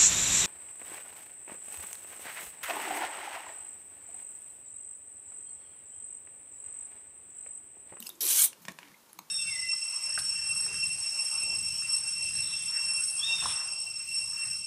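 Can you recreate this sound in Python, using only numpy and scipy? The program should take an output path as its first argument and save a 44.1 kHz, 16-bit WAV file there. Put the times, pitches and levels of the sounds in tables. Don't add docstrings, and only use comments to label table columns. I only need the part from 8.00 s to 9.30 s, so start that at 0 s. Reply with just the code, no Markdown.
import sys
import numpy as np
from scipy import signal
from scipy.fft import rfft, irfft
from scipy.io import wavfile
from scipy.ndimage import uniform_filter1d

SR = 44100
rng = np.random.default_rng(int(sys.argv[2]) if len(sys.argv) > 2 else 0)


def boost_factor(decibels):
    exponent = np.asarray(decibels, float) / 20
    return 10 ** exponent


def persist_wave(psi):
    counts = np.round(np.clip(psi, -1, 1) * 32767).astype(np.int16)
    wavfile.write(sys.argv[1], SR, np.atleast_2d(counts).T)


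N = 57330
T = np.arange(N) / SR

# (time [s], effort [dB])
PULL = [
    (0.2062, -31.5),
    (0.241, -31.5),
    (0.306, -24.5),
    (0.342, -26.5),
    (0.393, -22),
    (0.426, -20.5),
    (0.444, -25),
    (0.458, -36),
    (0.462, -32),
]


def rip():
    # (frequency [Hz], level [dB])
    slack_colour = [(88, -51), (150, -29.5), (328, -13.5), (1530, -12.5), (3840, -2), (5150, -5),
                    (11700, 2), (15100, -2), (16000, -54)]
    taut_colour = [(88, -71), (150, -55), (1500, -17.5), (1900, -26), (3220, -15), (5360, -17), (9440, -2),
                   (14800, -8), (16000, -18)]
    slack_db, taut_db, release_db_per_s = -28, -21.5, -700
    s, db = np.transpose(PULL)
    effort_db = np.interp(T, s, db)
    taut = np.clip((effort_db - slack_db) / (taut_db - slack_db), 0, 1)
    on = uniform_filter1d(1. * (T > s[0]), size=12)
    on = on * boost_factor(release_db_per_s * np.maximum(T - s[-1], 0))
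    slack_rasp = np.sqrt(1 - taut) * colour(slips(), slack_colour)
    taut_rasp = np.sqrt(taut) * colour(slips(1), taut_colour)
    return on * boost_factor(effort_db) * (slack_rasp + taut_rasp)


def slips(taut=0, clump_db=1.7, web_mix=1.6):
    # (frequency [Hz], width [Hz], slack level [dB], taut level [dB])
    web_rings = [(2362, 57, -1, 9.5), (3250, 74, -3.5, 2.5), (4000, 75, -5, 5), (4990, 610, -11, -1.5),
                 (6300, 300, 4.5, 5.5), (7900, 630, -2, -5), (9250, 450, -9, -2.5), (11870, 670, -2, -13),
                 (15740, 390, 9, 6.5)]
    slips_per_s, spread_db, clump_s, patch_db, pitch_drift = 8000, 2.4, .0012, 1.8, 0.048
    size_db = spread_db * np.minimum(rng.exponential(1, N), 4) + clump_db * wander(clump_s)
    breaks = rng.random(N) < slips_per_s / SR
    clicks = evened(boost_factor(size_db) * breaks * rng.choice([-1., 1.], N))
    web = np.zeros(N)
    for hz, width_hz, *db in web_rings:
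        patch = clicks * boost_factor(patch_db * wander(2 * clump_s))
        web += boost_factor(db[taut]) * resonate(patch, hz * (1 + pitch_drift * wander(0.11)), width_hz)
    return clicks + web_mix * evened(web)


def threads():
    # (time [s], peak [dB])
    breaks = [(0.2067, -22.0), (0.2077, -22.0), (0.2087, -22.0), (0.2187, -21.0), (0.2205, -20.0),
              (0.239, -20.0), (0.253, -19.0), (0.2559, -19.0), (0.268, -18.0), (0.2792, -16.0),
              (0.2874, -17.0), (0.2985, -17.0), (0.3046, -15.0), (0.3124, -13.0), (0.323, -15.0),
              (0.3269, -16.0), (0.3352, -16.0), (0.3362, -17.0), (0.3583, -17.0), (0.3732, -14.0),
              (0.379, -15.0), (0.3827, -15.0), (0.3895, -13.0), (0.3938, -13.0), (0.3964, -13.0),
              (0.3995, -12.0), (0.4005, -12.0), (0.4017, -13.0), (0.4187, -9.0), (0.4206, -10.0),
              (0.4413, -12.0), (0.443, -10.0), (0.452, -15.0), (0.4588, -12.0)]
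    middle_hz, spread, t60 = 10200, .2, .0014
    out, t = np.zeros(N), T[:200]
    for (s, db), (pitch, side) in zip(breaks, rng.uniform(-1, 1, (len(breaks), 2))):
        hz = middle_hz * (1 + spread * pitch)
        shape = boost_factor(db + 3.0 - 60 * t / t60) * np.minimum(t * hz, 1)
        add(out, s - 1 / hz, np.sign(side) * shape * np.sin(2 * np.pi * hz * t))
    return out


def lurches():
    # (time [s], length [s], level [dB], ring [Hz])
    rows = [(0.2049, 0.01, -35, 11400), (0.2056, 0.009, -36.5, 5100), (0.203, 0.0079, -36, 6540),
            (0.2141, 0.039, -31.5, 11600), (0.215, 0.0091, -32, 5730), (0.2257, 0.0087, -33.5, 11500),
            (0.2324, 0.012, -39, 3960), (0.2498, 0.0064, -26, 12050), (0.25, 0.012, -44, 4060),
            (0.263, 0.0136, -42.0, 4190), (0.2751, 0.0069, -38, 11500), (0.283, 0.014, -29, 7900),
            (0.296, 0.025, -38.5, 2990), (0.302, 0.0166, -40, 8000), (0.3023, 0.027, -34, 11100),
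            (0.3027, 0.015, -39, 3780), (0.3081, 0.022, -42, 13600), (0.3335, 0.01, -33, 8200),
            (0.339, 0.14, -33, 9700), (0.3673, 0.013, -42, 9100), (0.3685, 0.022, -32.5, 6200),
            (0.384, 0.016, -34.5, 3380), (0.3876, 0.011, -34, 9600), (0.393, 0.0086, -32.0, 11500),
            (0.4164, 0.011, -23, 8100), (0.4204, 0.025, -30, 11800), (0.4226, 0.0074, -40.0, 3780),
            (0.4372, 0.0074, -22, 12050), (0.4399, 0.013, -22, 8900), (0.446, 0.013, -26, 12700)]
    width = 0.16
    return (T > PULL[0][0]) * swells([(*row, width * row[3]) for row in rows])


def sings():
    # (time [s], length [s], level [dB], ring [Hz], width [Hz])
    rows = [(.030, .014, -53, 9400, 360), (.0435, 0.0027, -51, 5800, 390), (0.037, 0.0035, -49, 5800, 590),
            (.063, 0.01, -45, 2760, 220), (.067, 0.0071, -42, 5100, 160),
            (0.0675, 0.0083, -41.5, 8000, 460), (0.1, 0.004, -40, 3820, 200),
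            (.2064, 0.02, -41.5, 3730, 540), (0.0023, 0.0036, -50, 3770, 380),
            (.0245, .004, -45.5, 2830, 350), (.0675, 0.0046, -45, 4320, 310),
            (.066, 0.0044, -43, 19000, 600), (0.075, 0.007, -47, 10200, 550), (.151, .008, -56, 7200, 1200),
            (0.21, .004, -52, 2000, 2200), (.229, 0.021, -52.5, 997, 110), (.382, 0.0375, -49, 1596, 100),
            (1.1305, 0.0022, -48, 10200, 1200), (1.1305, .0025, -57, 720, 800),
            (1.1895, 0.0039, -41.5, 1050, 720), (1.189, .004, -51, 14000, 700),
            (0.94, 0.011, -55, 2100, 360), (.425, 0.085, -57.5, 3300, 24),
            (.4575, 0.0017, -18.5, 10000, 2800)]
    return swells(rows)


def tugs():
    # (time [s], peak [dB], rise [s], t60 [s], body level [dB])
    first_tugs = [
        (.0018, -35, 0.00087, 0.0097, 1),
        (.0238, -38, 0.0018, 0.027, -6),
        (.063, -36, 0.0062, 0.014, -13),
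        (.0910, -31.5, 0.00042, 0.023, -10.5),
    ]
    # (time [s], peak [dB], rise [s], t60 [s], body level [dB])
    later_tugs = [
        (.612, -54.5, 0.0075, 0.28, -11),
        (.7195, -47.5, 0.00057, 0.015, -2.5),
        (1.090, -63.5, 0.0034, 0.064, 4),
        (1.1305, -41.5, 0.00072, 0.0086, -11),
        (1.1865, -39.5, 0.004, 0.013, -0.5),
    ]
    # (frequency [Hz], width [Hz], level [dB])
    strip_rings = [(2600, 200, -3), (3790, 110, 4), (5200, 380, -12), (8100, 610, 3), (11900, 1100, 4.5)]
    hollow_rings = [(1210, 300, -33), (1500, 380, -12), (4070, 500, -3), (6580, 290, 0), (2500, 270, -6.5)]
    # (frequency [Hz], level [dB])
    glue_colour = [(180, -40), (300, -5), (1840, -9), (3700, -8), (5340, -7.5), (12100, 0), (16000, -2)]
    scuff_colour = [(400, -4.5), (1100, -8), (2100, 1.5), (3200, -9.5), (7000, -12), (15000, -23)]
    # (time [s], level [dB])
    creep = [(0, -63), (.02, -49.5), (.045, -52.5), (.065, -43), (.1, -65), (.13, -57), (0.201, -68)]
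    scuff = [(.65, -91), (.66, -71), (.68, -61), (.695, -49), (.722, -65), (.735, -90), (.76, -99),
             (.80, -60), (.88, -62.5), (.95, -72)]
    glue = colour(slips(0, 0, .6), glue_colour)
    torn = tears(first_tugs, strip_rings, glue) + tears(later_tugs, hollow_rings, glue)
    scuffing = under(scuff, colour(slips(0, 2.5, 0), scuff_colour))
    return torn + under(creep, glue[::-1]) + scuffing


def tears(rows, rings, glue):
    body = np.zeros(N)
    for hz, width_hz, db in rings:
        once = resonate(rng.standard_normal(N), hz, width_hz)
        body += boost_factor(db) * resonate(once, hz, 2 * width_hz)
    body = evened(body)
    out, t = np.zeros(N), T[:4000]
    for s, db, rise, t60, body_db in rows:
        shape = np.where(t < rise, (t / rise) ** 2, boost_factor(-60 * (t - rise) / t60))
        k = min(round(s * SR), N - len(t))
        add(out, s, boost_factor(db) * shape * (glue + boost_factor(body_db) * body)[k:k + len(t)])
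    return out


def taps():
    # (time [s], strength [dB], crack [dB], desk thud [dB], brightest ring [Hz])
    knocks = [(0.5303, -45.5, -3.5, -37, 2840), (0.6525, -41.5, -2, -13, 2570),
              (.6830, -35, -3, -7.5, 1740), (0.6847, -38, -6, -39, 2050), (.7050, -54.5, 2, 0, 2150),
              (.7155, -57, 7, -30, 1500), (.7878, -38.5, -5.5, -28, 1980), (0.799, -73, -14, -20, 2100),
              (0.8305, -46, -9, -47, 2290), (0.854, -55, -5, -14, 1980), (.8760, -53.5, -7, -12, 2900),
              (0.884, -57, -2, -8, 2030), (0.9168, -57.5, 0.5, -2.5, 1820)]
    # (frequency [Hz], level [dB], t60 [s])
    roll_rings = [(672, 14.5, 0.07), (1070, 17, 0.017), (1500, -41, 0.012), (1820, 6.5, 0.011),
                  (2360, 7, 0.0085), (2800, 5, 0.0069), (3300, -38, 0.0089), (4270, -3, 0.016)]
    # (frequency [Hz], level [dB])
    crack_colour = [(500, -39), (3000, 2), (9500, 0.5), (12000, -6), (16000, -20)]
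    desk_hz, desk_t60, crack_t60, rattle_t60 = 185, 0.039, 0.024, 0.03
    focus_db_per_oct, roll_low_hz = -22, 600
    roll_filter = signal.butter(2, roll_low_hz, "high", fs=SR)
    out, t = np.zeros(N), T[:5000]
    noises = rng.standard_normal((len(knocks), 5000))
    for (s, db, crack_db, desk_db, top_hz), noise in zip(knocks, noises):
        blow = 0.048 * noise * boost_factor(-60 * t / rattle_t60)
        blow[0] = -1
        rings = np.zeros(len(t))
        for hz, ring_db, t60 in roll_rings:
            focus_db = focus_db_per_oct * abs(np.log2(hz / top_hz))
            rings += boost_factor(ring_db + focus_db - 60 * t / t60) * np.sin(2 * np.pi * hz * t)
        roll = signal.lfilter(*roll_filter, signal.fftconvolve(blow, rings)[:len(t)])
        crack = colour(noise[::-1], crack_colour) * boost_factor(crack_db - 60 * t / crack_t60)
        thud = boost_factor(desk_db - 60 * t / desk_t60) * np.sin(2 * np.pi * desk_hz * t)
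        thud = thud * np.minimum(t / 0.0028, 1)
        add(out, s, boost_factor(db) * (roll + crack + 3 * thud))
    return out


def rubbing():
    # (time [s], length [s], level [dB], ring [Hz], width [Hz])
    rows = [(-.04, 0.11, -57, 212.5, 57), (.05, 0.2, -66, 340, 140), (.212, 0.05, -50.5, 438, 190),
            (.228, 0.06, -51, 332, 70), (.30, 0.33, -66.5, 380, 440), (0.573, 0.15, -64, 189, 74),
            (.685, 0.047, -56, 320, 270), (.73, 0.11, -70, 172, 19), (0.824, 0.098, -63, 296.3, 11.7),
            (0.877, 0.061, -65, 212, 220), (1.018, 0.027, -67, 284, 240), (1.135, 0.15, -67, 180, 32),
            (1.146, 0.097, -66.5, 323, 27)]
    return swells(rows)


def room(x):
    # (frequency [Hz], t60 [s])
    decay = [(300, 0.26), (2000, 0.24), (8000, 0.19), (15000, 0.092)]
    echoes = np.zeros(SR // 2)
    at = np.arange(120, len(echoes) - 20, 20)
    echoes[at + rng.integers(0, 20, len(at))] = rng.choice([-1., 1.], len(at))
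    hz, t, z = signal.stft(echoes, SR, nperseg=128)
    fade = boost_factor(-60 * t / read(decay, hz)[:, None])
    tail = signal.istft(z * fade, SR, nperseg=128)[1]
    return signal.fftconvolve(x, tail / np.linalg.norm(tail))[:N]


def room_air():
    # (frequency [Hz], level [dB])
    air_colour = [(15, -73), (25, -33), (223, -8), (659, -13), (734, -16), (911, -8), (1890, -18),
                  (12200, -18.5), (16000, -22)]
    level_db = -61 + .5 * wander(0.012)
    return boost_factor(level_db) * colour(rng.standard_normal(N), air_colour)


def swells(rows):
    evenness = .45
    out = np.zeros(N)
    for (s, length, db, hz, width_hz), noise in zip(rows, rng.standard_normal((len(rows), 20000))):
        ring = resonate(resonate(noise, hz, width_hz), hz, width_hz)
        ring = ring / (abs(signal.hilbert(ring)) + .5 * ring.std()) ** evenness
        t = T[:min(round(length * SR), 15000)]
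        sound = np.sin(np.pi * t / length) * boost_factor(db) * evened(ring)[-len(t):]
        add(out, max(s, 0), sound[max(round(-s * SR), 0):])
    return out


def under(curve, sound):
    s, db = np.transpose(curve)
    return boost_factor(np.interp(T, s, db, left=-120, right=-120)) * sound


def resonate(x, hz, width_hz):
    turn = np.exp(2j * np.pi * np.cumsum(hz * np.ones(len(x))) / SR)
    r = np.exp(-np.pi * width_hz / SR)
    return 2 * (turn * signal.lfilter([1 - r], [1, -r], x / turn)).real


def colour(x, points):
    gain = boost_factor(read(points, np.fft.rfftfreq(len(x), 1 / SR)))
    return evened(irfft(rfft(x) * gain, len(x)))


def read(points, hz):
    f, value = np.transpose(points)
    return np.interp(np.log(hz + 1), np.log(f + 1), value)


def wander(s):
    size = max(int(s * SR), 2)
    smooth = uniform_filter1d(rng.standard_normal(N), size)
    return evened(uniform_filter1d(smooth, size))


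def evened(x):
    return x / np.sqrt(np.mean(x ** 2) + 1e-20)


def add(mix, s, sound):
    part = mix[round(s * SR):][:len(sound)]
    part += sound[:len(part)]


def scene():
    room_db, mic_low_hz = -13, 135
    near = rip() + threads() + lurches() + sings() + tugs() + taps()
    near = near + boost_factor(room_db) * room(near)
    near = signal.sosfilt(signal.butter(4, mic_low_hz, "high", fs=SR, output="sos"), near)
    return (near + rubbing() + room_air())[None]


def roll_off(x):
    return signal.sosfilt(signal.butter(12, 16460, fs=SR, output="sos"), x)


def record(dry):
    edge_hz = 15280
    low_pass = signal.firwin(201, edge_hz, window=("kaiser", 5), fs=SR)
    mix = signal.oaconvolve(dry, low_pass[None], "same")
    return roll_off(mix)


dry = scene()
out = record(dry)
persist_wave(out)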